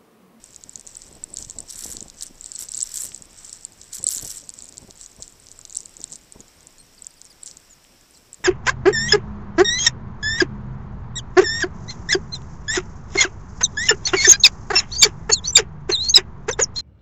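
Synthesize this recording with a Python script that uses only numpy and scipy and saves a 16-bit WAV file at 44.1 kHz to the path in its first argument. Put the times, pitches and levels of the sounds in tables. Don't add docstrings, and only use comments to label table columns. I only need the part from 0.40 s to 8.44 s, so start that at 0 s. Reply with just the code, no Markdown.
import sys
import numpy as np
from scipy import signal
from scipy.fft import rfft, irfft, next_fast_len
from scipy.io import wavfile
from scipy.ndimage import uniform_filter1d, map_coordinates

SR = 44100
rng = np.random.default_rng(int(sys.argv[2]) if len(sys.argv) > 2 else 0)


def persist_wave(psi):
    counts = np.round(np.clip(psi, -1, 1) * 32767).astype(np.int16)
    wavfile.write(sys.argv[1], SR, np.atleast_2d(counts).T)


N = 354563

# time_s, snaps_per_s
PATTER = [(0, 58), (5.75, 58), (5.9, 18), (7.15, 14), (7.25, 4.9), (8.04, 4.2)]
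# time_s, breeze_db, eddy_db
AIR = [(0.0, -66, -60), (1.03, -50, -55), (1.66, -50, -57), (2.24, -58.5, -59.5), (2.62, -54.5, -55.5),
       (3.36, -61.5, -60.5), (3.85, -50.5, -56.5), (4.25, -64, -55), (4.57, -57.5, -58.5),
       (8.04, -68, -62.5)]
SMALL_HZ = 7650
REST_DB = -59


def amp(db):
    return 10 ** (np.asarray(db) / 20)


def unit(x):
    return x / np.sqrt(np.mean(x ** 2) + 1e-20)


def curves(rows):
    time_s, *columns = np.transpose(rows)
    return [np.interp(np.arange(N) / SR, time_s, column) for column in columns]


def wobble(knots_per_s):
    knots = rng.standard_normal(int(N * knots_per_s / SR) + 4)
    return map_coordinates(knots, [np.arange(N) * knots_per_s / SR])


def coloured(x, points):
    size = next_fast_len(N + 8192)
    point_hz, point_db = np.transpose(points)
    hz = np.fft.rfftfreq(size, 1 / SR)
    gain_db = np.interp(np.log(hz + 1), np.log(point_hz + 1), point_db, left=-120, right=-120)
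    return unit(irfft(rfft(x, size) * amp(gain_db), size)[:N])


def blip(t, hz, rise, fall, order=2):
    shape = (1 - np.exp(-t / rise)) ** order * np.exp(-t / fall)
    return shape / shape.max() * np.sin(2 * np.pi * (hz * t + rng.random()))


def snaps():
    # time_s, level_db, pitch_hz, knock_db (re snap), length_ms
    loud_snaps = [(0.041, -22.5, 7430, -23, 0.062), (0.1458, -30, 6800, -3, 0.21),
                  (0.1621, -19.5, 7300, -17, 0.25), (0.2382, -22, 7200, -9, 0.36),
                  (0.2944, -23.5, 7600, -20, 0.77), (0.3575, -14.5, 6960, -14, 0.34),
                  (0.3964, -21.5, 7800, -19, 0.12), (0.4106, -25, 7300, -20, 0.16),
                  (0.4674, -23.5, 7100, -36.0, 0.37), (0.4735, -17.5, 7330, -28, 0.15),
                  (0.5539, -21.5, 6830, -13, 0.14), (0.5693, -22, 7940, -36.0, 1.2),
                  (0.6194, -25, 7300, -4, 0.38), (0.8392, -13.5, 7800, -44.0, 0.76),
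                  (0.9371, -29, 7830, -36.0, 0.7), (0.9405, -20.5, 7900, -24, 1.3),
                  (0.9626, -31, 7260, 1, 0.43), (0.9706, -10, 6800, -8, 0.21),
                  (0.9865, -15.5, 7500, -16, 0.38), (1.0257, -20, 7000, -6, 0.34),
                  (1.0484, -18, 6200, -6, 0.22), (1.0987, -17, 7140, -16, 0.33),
                  (1.109, -18, 7450, -18, 0.47), (1.1865, -16, 7700, -15.5, 0.84),
                  (1.1898, -20, 7400, -21.0, 0.13), (1.2043, -17, 7700, -25, 0.43),
                  (1.3018, -21.5, 7300, -3, 0.15), (1.3094, -16.5, 8600, -7, 0.13),
                  (1.3579, -18.5, 7950, -10, 0.12), (1.4085, -19, 7750, -9, 0.2),
                  (1.4249, -18, 8550, -18, 0.18), (1.4379, -20, 7150, -4, 0.18),
                  (1.4641, -18, 7960, -9, 0.19), (1.5162, -19, 7200, -29.0, 0.47),
                  (1.5244, -18, 7300, -26, 0.34), (1.5688, -15.5, 7260, -2, 0.25),
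                  (1.6066, -15.5, 6560, -9, 0.24), (1.6269, -18.5, 7640, -22, 0.41),
                  (1.6826, -30, 7600, -7, 0.5), (1.7001, -25, 7100, 0, 0.25),
                  (1.8107, -15, 5530, -20, 0.21), (1.8242, -13, 7670, -6.5, 0.32),
                  (1.8324, -13, 7850, -14, 0.13), (1.8669, -19, 8070, -27.0, 0.13),
                  (2.0106, -21, 7400, -37.0, 0.7), (2.0426, -21.5, 7760, -7, 0.58),
                  (2.0605, -16, 7500, -15, 0.35), (2.1181, -17.5, 7420, -8, 0.57),
                  (2.1526, -21, 7970, -15, 2), (2.1603, -16, 7200, -10, 0.2),
                  (2.1904, -16.5, 7700, -24, 0.57), (2.2088, -17, 7500, -18, 0.24),
                  (2.2239, -20, 7950, -11, 0.31), (2.2867, -21.5, 6050, -2, 0.4),
                  (2.2906, -19, 7840, -21, 0.64), (2.3188, -17.5, 7800, -15, 0.84),
                  (2.3386, -18, 6440, -6, 0.26), (2.3466, -13, 7600, -15, 0.85),
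                  (2.3537, -18, 7400, -22, 0.49), (2.371, -16, 6740, -10, 0.4),
                  (2.3766, -14, 7930, -17, 0.83), (2.3898, -18, 7200, -11, 0.76),
                  (2.4052, -8, 6200, -19, 0.16), (2.4131, -9.5, 7200, -8.5, 0.31),
                  (2.4229, -12, 7350, -21, 0.63), (2.4289, -9.0, 7860, -39.0, 1.6),
                  (2.5419, -15.5, 7700, -11, 0.5), (2.5586, -10.5, 8370, -18, 0.13),
                  (2.572, -10, 7200, -25.0, 0.22), (2.5766, -11, 7640, -7, 0.13),
                  (2.5854, -15.5, 6900, -28, 0.24), (2.6051, -17, 7460, -33.0, 0.72),
                  (2.6199, -19, 8900, -30, 0.5), (2.636, -14, 8100, -26, 0.43),
                  (2.6433, -16, 8060, -29, 0.37), (2.6668, -18, 7440, -23.0, 0.2),
                  (2.692, -26, 7600, -18, 0.3), (2.7466, -16.5, 7700, -16, 0.49),
                  (2.7618, -24.5, 7200, -6, 0.34), (2.7775, -27.5, 7800, -15, 0.6),
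                  (2.8224, -21.5, 7530, -35.0, 0.34), (3.0515, -25, 7820, -33.0, 0.68),
                  (3.0949, -24, 7200, -9, 0.43), (3.1296, -16.5, 8000, -7.5, 0.35),
                  (3.2502, -14, 7700, -14.5, 0.59), (3.4152, -22.5, 6900, -5, 0.19),
                  (3.5312, -15.5, 7560, -10, 0.14), (3.5349, -20.5, 7060, -7.5, 0.63),
                  (3.5686, -20, 7450, -6, 0.17), (3.629, -20, 7260, -18, 0.28),
                  (3.6411, -8.5, 7960, -26, 0.98), (3.6671, -4, 7960, -15, 0.94),
                  (3.6737, -10, 7000, -15, 0.25), (3.6809, -12, 7140, -15, 0.48),
                  (3.688, -3.5, 7700, -19, 0.6), (3.7064, -14, 7100, -6, 0.15),
                  (3.7215, -11.5, 6200, -12, 0.16), (3.7357, -14, 7800, -24, 0.53),
                  (3.7484, -11, 7440, -18, 0.58), (3.7616, -12, 6640, -14, 0.14),
                  (3.7706, -15, 7500, -25.0, 0.35), (3.777, -12.5, 7800, -30, 0.24),
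                  (3.7822, -11.5, 6860, -4, 0.18), (3.7917, -20, 7200, -26, 0.65),
                  (3.7968, -19.5, 7060, -7, 0.52), (3.8479, -14.5, 7300, -22, 0.18),
                  (3.9714, -20, 8100, -25, 0.63), (3.9814, -22, 8200, -18, 0.16),
                  (4.0925, -17, 7720, -12.5, 0.62), (4.1021, -22, 7200, -6, 0.19),
                  (4.1395, -21, 7400, -11, 0.13), (4.1889, -22.5, 7500, -16, 0.61),
                  (4.2055, -34, 6700, 7.5, 0.26), (4.2227, -22.5, 7600, -20, 0.54),
                  (4.2425, -28.5, 7900, -25, 0.9), (4.2553, -28, 7500, -9, 0.4),
                  (4.2892, -26, 7150, -5, 0.3), (4.293, -29, 7700, -18, 0.6),
                  (4.3247, -29.5, 7250, -2, 0.31), (4.3716, -25, 6360, -4, 0.28),
                  (4.3806, -18, 7460, -10, 0.43), (4.5089, -25, 6170, 3, 0.17),
                  (4.6125, -23.5, 7370, -10, 0.5), (4.6619, -22, 7000, -10, 0.36),
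                  (4.8239, -17.5, 7280, -13, 0.42), (4.8293, -24, 6660, 3, 0.13),
                  (4.8789, -24.5, 7500, -11, 0.31), (5.069, -30, 5800, -7, 0.27),
                  (5.0868, -27, 6200, -11, 0.2), (5.1159, -23.5, 7300, -13, 0.25),
                  (5.1262, -32, 7400, -12, 0.3), (5.1905, -28, 7560, -16, 0.93),
                  (5.2136, -27.5, 7000, -6, 0.3), (5.2523, -19.0, 6400, -3.5, 0.21),
                  (5.2972, -25, 7300, -9, 0.3), (5.3071, -28, 6940, -10, 0.7),
                  (5.3263, -20, 7000, -17.0, 0.28), (5.3486, -20, 7440, -10, 0.39),
                  (5.3547, -18, 7600, -10, 0.47), (5.3668, -18, 6300, -19.0, 0.36),
                  (5.3707, -9, 7840, -36, 0.79), (5.3873, -24, 5850, -26, 0.44),
                  (5.4053, -17.5, 7340, -25, 0.13), (5.4583, -20, 7430, -10.5, 0.37),
                  (5.5685, -22, 7200, -34.0, 0.32), (5.6043, -26, 7100, -25, 0.46),
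                  (5.6154, -22.5, 5970, -32, 0.32), (5.641, -13.5, 7620, -8, 0.53),
                  (5.7209, -20.5, 7750, -27.0, 0.46), (5.727, -17, 7400, -12.5, 0.21),
                  (5.7355, -19, 6550, -27, 0.23), (5.7572, -18, 7360, -13, 0.12),
                  (5.9233, -23.0, 7870, -16, 0.37), (6.0052, -22.5, 6780, -13, 0.12),
                  (6.2706, -24, 7640, -22, 0.25), (6.6219, -23.0, 7930, -28, 0.74),
                  (6.6458, -26.5, 6300, -16, 0.3), (6.6683, -16, 7530, -37, 0.45),
                  (6.8161, -24.5, 7240, -4.5, 0.28), (6.853, -26, 7260, -26, 0.21),
                  (7.0332, -21.5, 7860, -18, 0.95), (7.0606, -19, 7930, -28.0, 0.22),
                  (7.0666, -21, 7200, -22, 0.14), (7.0761, -21, 6940, -1.5, 0.18),
                  (7.1127, -23.5, 6200, -1, 0.078), (7.1708, -23.5, 7300, -13, 0.29),
                  (7.9306, -23.5, 7860, -41, 0.74), (7.9438, -25.5, 7800, -25, 0.42)]
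    splinter_db, splinter_mean_delay_s = -18, 0.003
    out, t = np.zeros(N + SR), np.arange(512) / SR
    for time_s, db, hz, knock_db, ms in list(loud_snaps) + small_snaps():
        span_s = max(ms, 0.2) / 1000
        husk = blip(t, hz, rise=2.1 * span_s, fall=0.45 * span_s, order=4)
        crumb_shape = np.minimum(t / span_s, 1) ** 2 * np.exp(-t / 0.0033)
        crumbs = amp(-14.0) * rng.standard_normal(len(t)) * crumb_shape * np.sin(2 * np.pi * hz * t)
        crumbs = uniform_filter1d(crumbs, size=3)
        tray_hz = 4400 * np.exp(0.092 * rng.standard_normal())
        tray = amp(knock_db) * blip(t, tray_hz, rise=0.5 * span_s, fall=0.63 * span_s, order=4)
        start = round((time_s - 0.95 * span_s) * SR)
        out[start:][:len(t)] += amp(db) * (husk + crumbs + tray)
        for late, loud, tone in zip(rng.exponential(size=3), *rng.standard_normal((2, 3))):
            piece = blip(t, SMALL_HZ * np.exp(0.11 * tone), rise=0.0009, fall=0.00041)
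            piece_start = start + round((span_s + splinter_mean_delay_s * late) * SR)
            piece_db = db + splinter_db - 7.1 * late + 3.7 * loud
            out[piece_start:][:len(t)] += amp(piece_db) * piece
    band = signal.butter(4, [3700, 10500], "band", fs=SR, output="sos")
    return signal.sosfilt(band, out[:N])


def small_snaps():
    max_per_s, duration_s = 60, 8
    count = max_per_s * duration_s
    draw, spread = rng.random((count, 2)), rng.standard_normal((count, 3))
    time_s = 0.01 + duration_s * draw[:, 0]
    level_db = -39 + 3.5 * spread[:, 0]
    pitch_hz = SMALL_HZ * np.exp(0.067 * spread[:, 1])
    length_ms = 0.4 * np.exp(spread[:, 2] / 3)
    knock_db = -7 + 4.5 * np.log2(length_ms)
    rows = np.transpose([time_s, level_db, pitch_hz, knock_db, length_ms])
    kept = draw[:, 1] < np.interp(time_s, *np.transpose(PATTER)) / max_per_s
    return rows[kept].tolist()


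def grains(per_s):
    hits = rng.random(N) < per_s / SR
    return hits * amp(np.minimum(5 * rng.exponential(size=N), 15))


def scratch():
    # hz, db_per_hz
    seed_spectrum = [(2800, -9.5), (4200, -10.5), (5700, 7), (6600, -2.5), (7800, 5), (8600, 1),
                     (9200, -44)]
    # hz, db_per_hz
    swish_spectrum = [(900, 0), (1600, 6), (2800, 1.5), (4500, 9.5), (5500, -53)]
    # hz, db_per_hz
    crisp_spectrum = [(8500, -32), (9200, -0.5), (12300, -2.5), (15200, -10.5), (15800, -28)]
    level_db = scratch_db()
    ring = blip(np.arange(64) / SR, SMALL_HZ, rise=0.00015, fall=0.00022)
    ticks = 1.57 * np.convolve(grains(per_s=570) * rng.choice([-1, 1], N), ring)[:N]
    decay = np.exp(-np.arange(256) / SR / 0.0016)
    crunch = np.convolve(1.03 * grains(per_s=410), decay)[:N]
    bed = 1.5 * amp(-0.85 * (level_db - REST_DB))
    clumps = amp(1.8 * wobble(60) + 1.5 * wobble(20))
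    grit = clumps * (ticks + (crunch + bed) * rng.standard_normal(N))
    swish = amp(-17.5) * coloured(rng.standard_normal(N), swish_spectrum)
    crisp_db = -10 + 1.8 * (level_db + 36.0)
    treble = grit + 1.14 * clumps * rng.standard_normal(N)
    crisp = amp(crisp_db) * coloured(treble, crisp_spectrum)
    return amp(level_db) * (coloured(grit, seed_spectrum) + swish + crisp)


def scratch_db():
    # start_s, held_s, level_db
    bout_rows = [(.48, 0.0045, -43), (.62, 0.01, -46), (.99, .01, -36.5), (1.09, 0.0099, -44.5),
                 (1.19, .02, -49), (1.3, 0.048, -37), (1.38, 0.15, -34), (1.823, 0.009, -34.5),
                 (2.05, 0.1, -44), (2.201, 0.028, -33), (2.33, 0.18, -37.5), (2.547, 0.11, -32.5),
                 (3.0, 0.19, -43), (3.4, 0.06, -50), (3.543, 0.023, -33.5), (3.691, 0.1, -32),
                 (3.82, 0.15, -35), (4.19, 0.028, -45.5), (4.6, 0.021, -42), (4.82, 0.013, -43.5),
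                 (5.33, 0.088, -51), (5.62, .005, -48), (5.72, 0.0055, -47), (7.07, 0.018, -44),
                 (7.745, 0.028, -55)]
    rise_db_per_s, fall_db_per_s = 338, 222
    t = np.arange(0, N, 64) / SR
    start_s, held_s, held_db = np.transpose(bout_rows)[:, :, None]
    rise_db = rise_db_per_s * np.maximum(start_s - t, 0)
    fall_db = fall_db_per_s * np.maximum(t - start_s - held_s, 0)
    bouts_db = held_db - rise_db - fall_db
    busy = np.interp(t, *np.transpose(PATTER))
    rest_power = amp(2 * REST_DB) * busy / busy.max()
    total_db = 10 * np.log10(np.sum(amp(2 * bouts_db), axis=0) + rest_power)
    return np.interp(np.arange(N) / SR, t, total_db)


def knocks(rows):
    out, t = np.zeros(N + SR), np.arange(2048) / SR
    for time_s, db, hz, cycles in rows:
        span_s = cycles / hz
        start = round((time_s - span_s) * SR)
        out[start:][:len(t)] += amp(db) * blip(t, hz, rise=span_s, fall=span_s)
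    return out[:N]


def landings():
    # time_s, level_db, pitch_hz
    landing_rows = [(1.072, -36.5, 114), (1.166, -36, 364), (1.458, -31, 506), (1.478, -39, 226),
                    (1.55, -35, 280), (1.624, -32, 245), (1.91, -36, 235), (2.812, -38.5, 179),
                    (3.673, -34, 392), (4.447, -36.5, 192), (4.797, -40, 141), (5.604, -34.5, 313)]
    return knocks([(*row, 0.38) for row in landing_rows])


def beak_taps():
    # time_s, level_db, pitch_hz, span_cycles
    tap_rows = [(2.7195, -27, 3050, 0.42), (5.193, -42, 1320, 0.82), (7.4495, -39, 2920, 0.6)]
    return knocks(tap_rows)


def calls():
    # start_s, length_s, start_hz, bend_hz, end_hz, level_db, overtone_db (re fundamental)
    call_rows = [(6.387, 0.032, 4350, 4180, 4330, -55, 6.5), (6.579, 0.009, 5000, 4400, 4200, -46, -30),
                 (6.705, 0.011, 5000, 4640, 4200, -49, -30), (6.765, 0.022, 5000, 4740, 4150, -55, -4),
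                 (6.856, 0.02, 5700, 5400, 5400, -52, -40), (6.9, 0.022, 5080, 4740, 4000, -50, -7),
                 (7.06, 0.041, 7560, 7170, 6500, -45, -45), (7.299, 0.041, 7300, 6850, 6560, -49, -52),
                 (7.746, 0.012, 5570, 4720, 4500, -53.5, -40), (7.76, 0.015, 4150, 4140, 4100, -54, -2),
                 (7.771, 0.009, 8200, 7060, 6500, -53, -40)]
    bend_at = 0.68
    out = np.zeros(N)
    for start_s, length_s, start_hz, bend_hz, end_hz, db, overtone_db in call_rows:
        u = np.linspace(0, 1, round(length_s * SR))
        pitch_hz = np.interp(u, [0, bend_at, 1], [start_hz, bend_hz, end_hz])
        phase = 2 * np.pi * np.cumsum(pitch_hz) / SR
        swell = np.sin(np.pi * u) ** 0.17
        tone = np.sin(phase) + amp(overtone_db) * np.sin(2 * phase)
        out[round(start_s * SR):][:len(u)] += amp(db) * swell * tone
    return out * amp(3.7 * wobble(300))


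def wing_beats():
    # first_beat_s, length_s, level_db
    flutter_rows = [(0.453, 0.02, -49.5), (0.716, 0.051, -47), (0.88, 0.12, -57), (1.167, 0, -42.5),
                    (1.202, 0.035, -50.5), (1.46, .2, -41), (1.905, 0.0024, -50), (2.653, 0.016, -49),
                    (2.814, 0.039, -60), (3.602, 0.041, -43.5), (3.765, 0.016, -44.5),
                    (3.833, 0.023, -38.5), (4.389, 0.003, -51), (4.43, 0.061, -44), (4.8, 0.015, -44),
                    (5.596, 0.021, -46), (5.731, 0.021, -49), (5.963, 0.042, -43.5), (8.006, 0.11, -52.5)]
    beat_s, loss_db_per_beat = 0.042, 0.5
    beats = []
    for first_s, length_s, db in flutter_rows:
        times_s = np.linspace(first_s, first_s + length_s, 1 + round(length_s / beat_s))
        beats += [(time_s, db - loss_db_per_beat * k) for k, time_s in enumerate(times_s)]
    return beats


def wing_puffs_and_eddies():
    # hz, db_per_hz
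    puff_spectrum = [(50, 4), (90, 0), (250, -2.5), (600, -8), (1200, -19)]
    puff_decay_s = 0.0065
    _, eddy_db = curves(AIR)
    swell, t = amp(eddy_db + 2.16 * wobble(30)), np.arange(N) / SR
    for time_s, db in wing_beats():
        near = slice(round((time_s - 0.04) * SR), round((time_s + 0.06) * SR))
        swell[near] += amp(db) * np.exp(-np.abs(t[near] - time_s) / puff_decay_s)
    return swell * coloured(rng.standard_normal(N), puff_spectrum)


def breeze():
    # hz, db_per_hz
    breeze_spectrum = [(15, -4), (29, -3), (42, -20.5), (80, -37.5)]
    breeze_db, _ = curves(AIR)
    return amp(breeze_db) * coloured(rng.standard_normal(N), breeze_spectrum)


def hush():
    # hz, db_per_hz
    hush_spectrum = [(20, -3), (100, -4), (400, -7.5), (1000, -5.5), (2500, -6.5), (4500, -8.5), (5500, -1),
                     (6300, -11), (8500, -7), (9100, -30)]
    drift_db = 0.8 * wobble(5)
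    return amp(-57 + drift_db) * coloured(rng.standard_normal(N), hush_spectrum)


def scene():
    birds = snaps() + scratch() + landings() + beak_taps() + calls()
    return (birds + wing_puffs_and_eddies() + breeze() + hush())[None]


def record(dry):
    # hz, db_per_hz
    hiss_spectrum = [(8500, -25), (9000, 0), (15000, -1), (15600, -30)]
    top_hz = 16490
    hiss = amp(-67) * coloured(rng.standard_normal(N), hiss_spectrum)
    size = next_fast_len(N + 8192)
    passed = np.fft.rfftfreq(size, 1 / SR) < top_hz
    return irfft(rfft(dry + hiss, size) * passed, size)[:, :N]


dry = scene()
out = record(dry)
persist_wave(out)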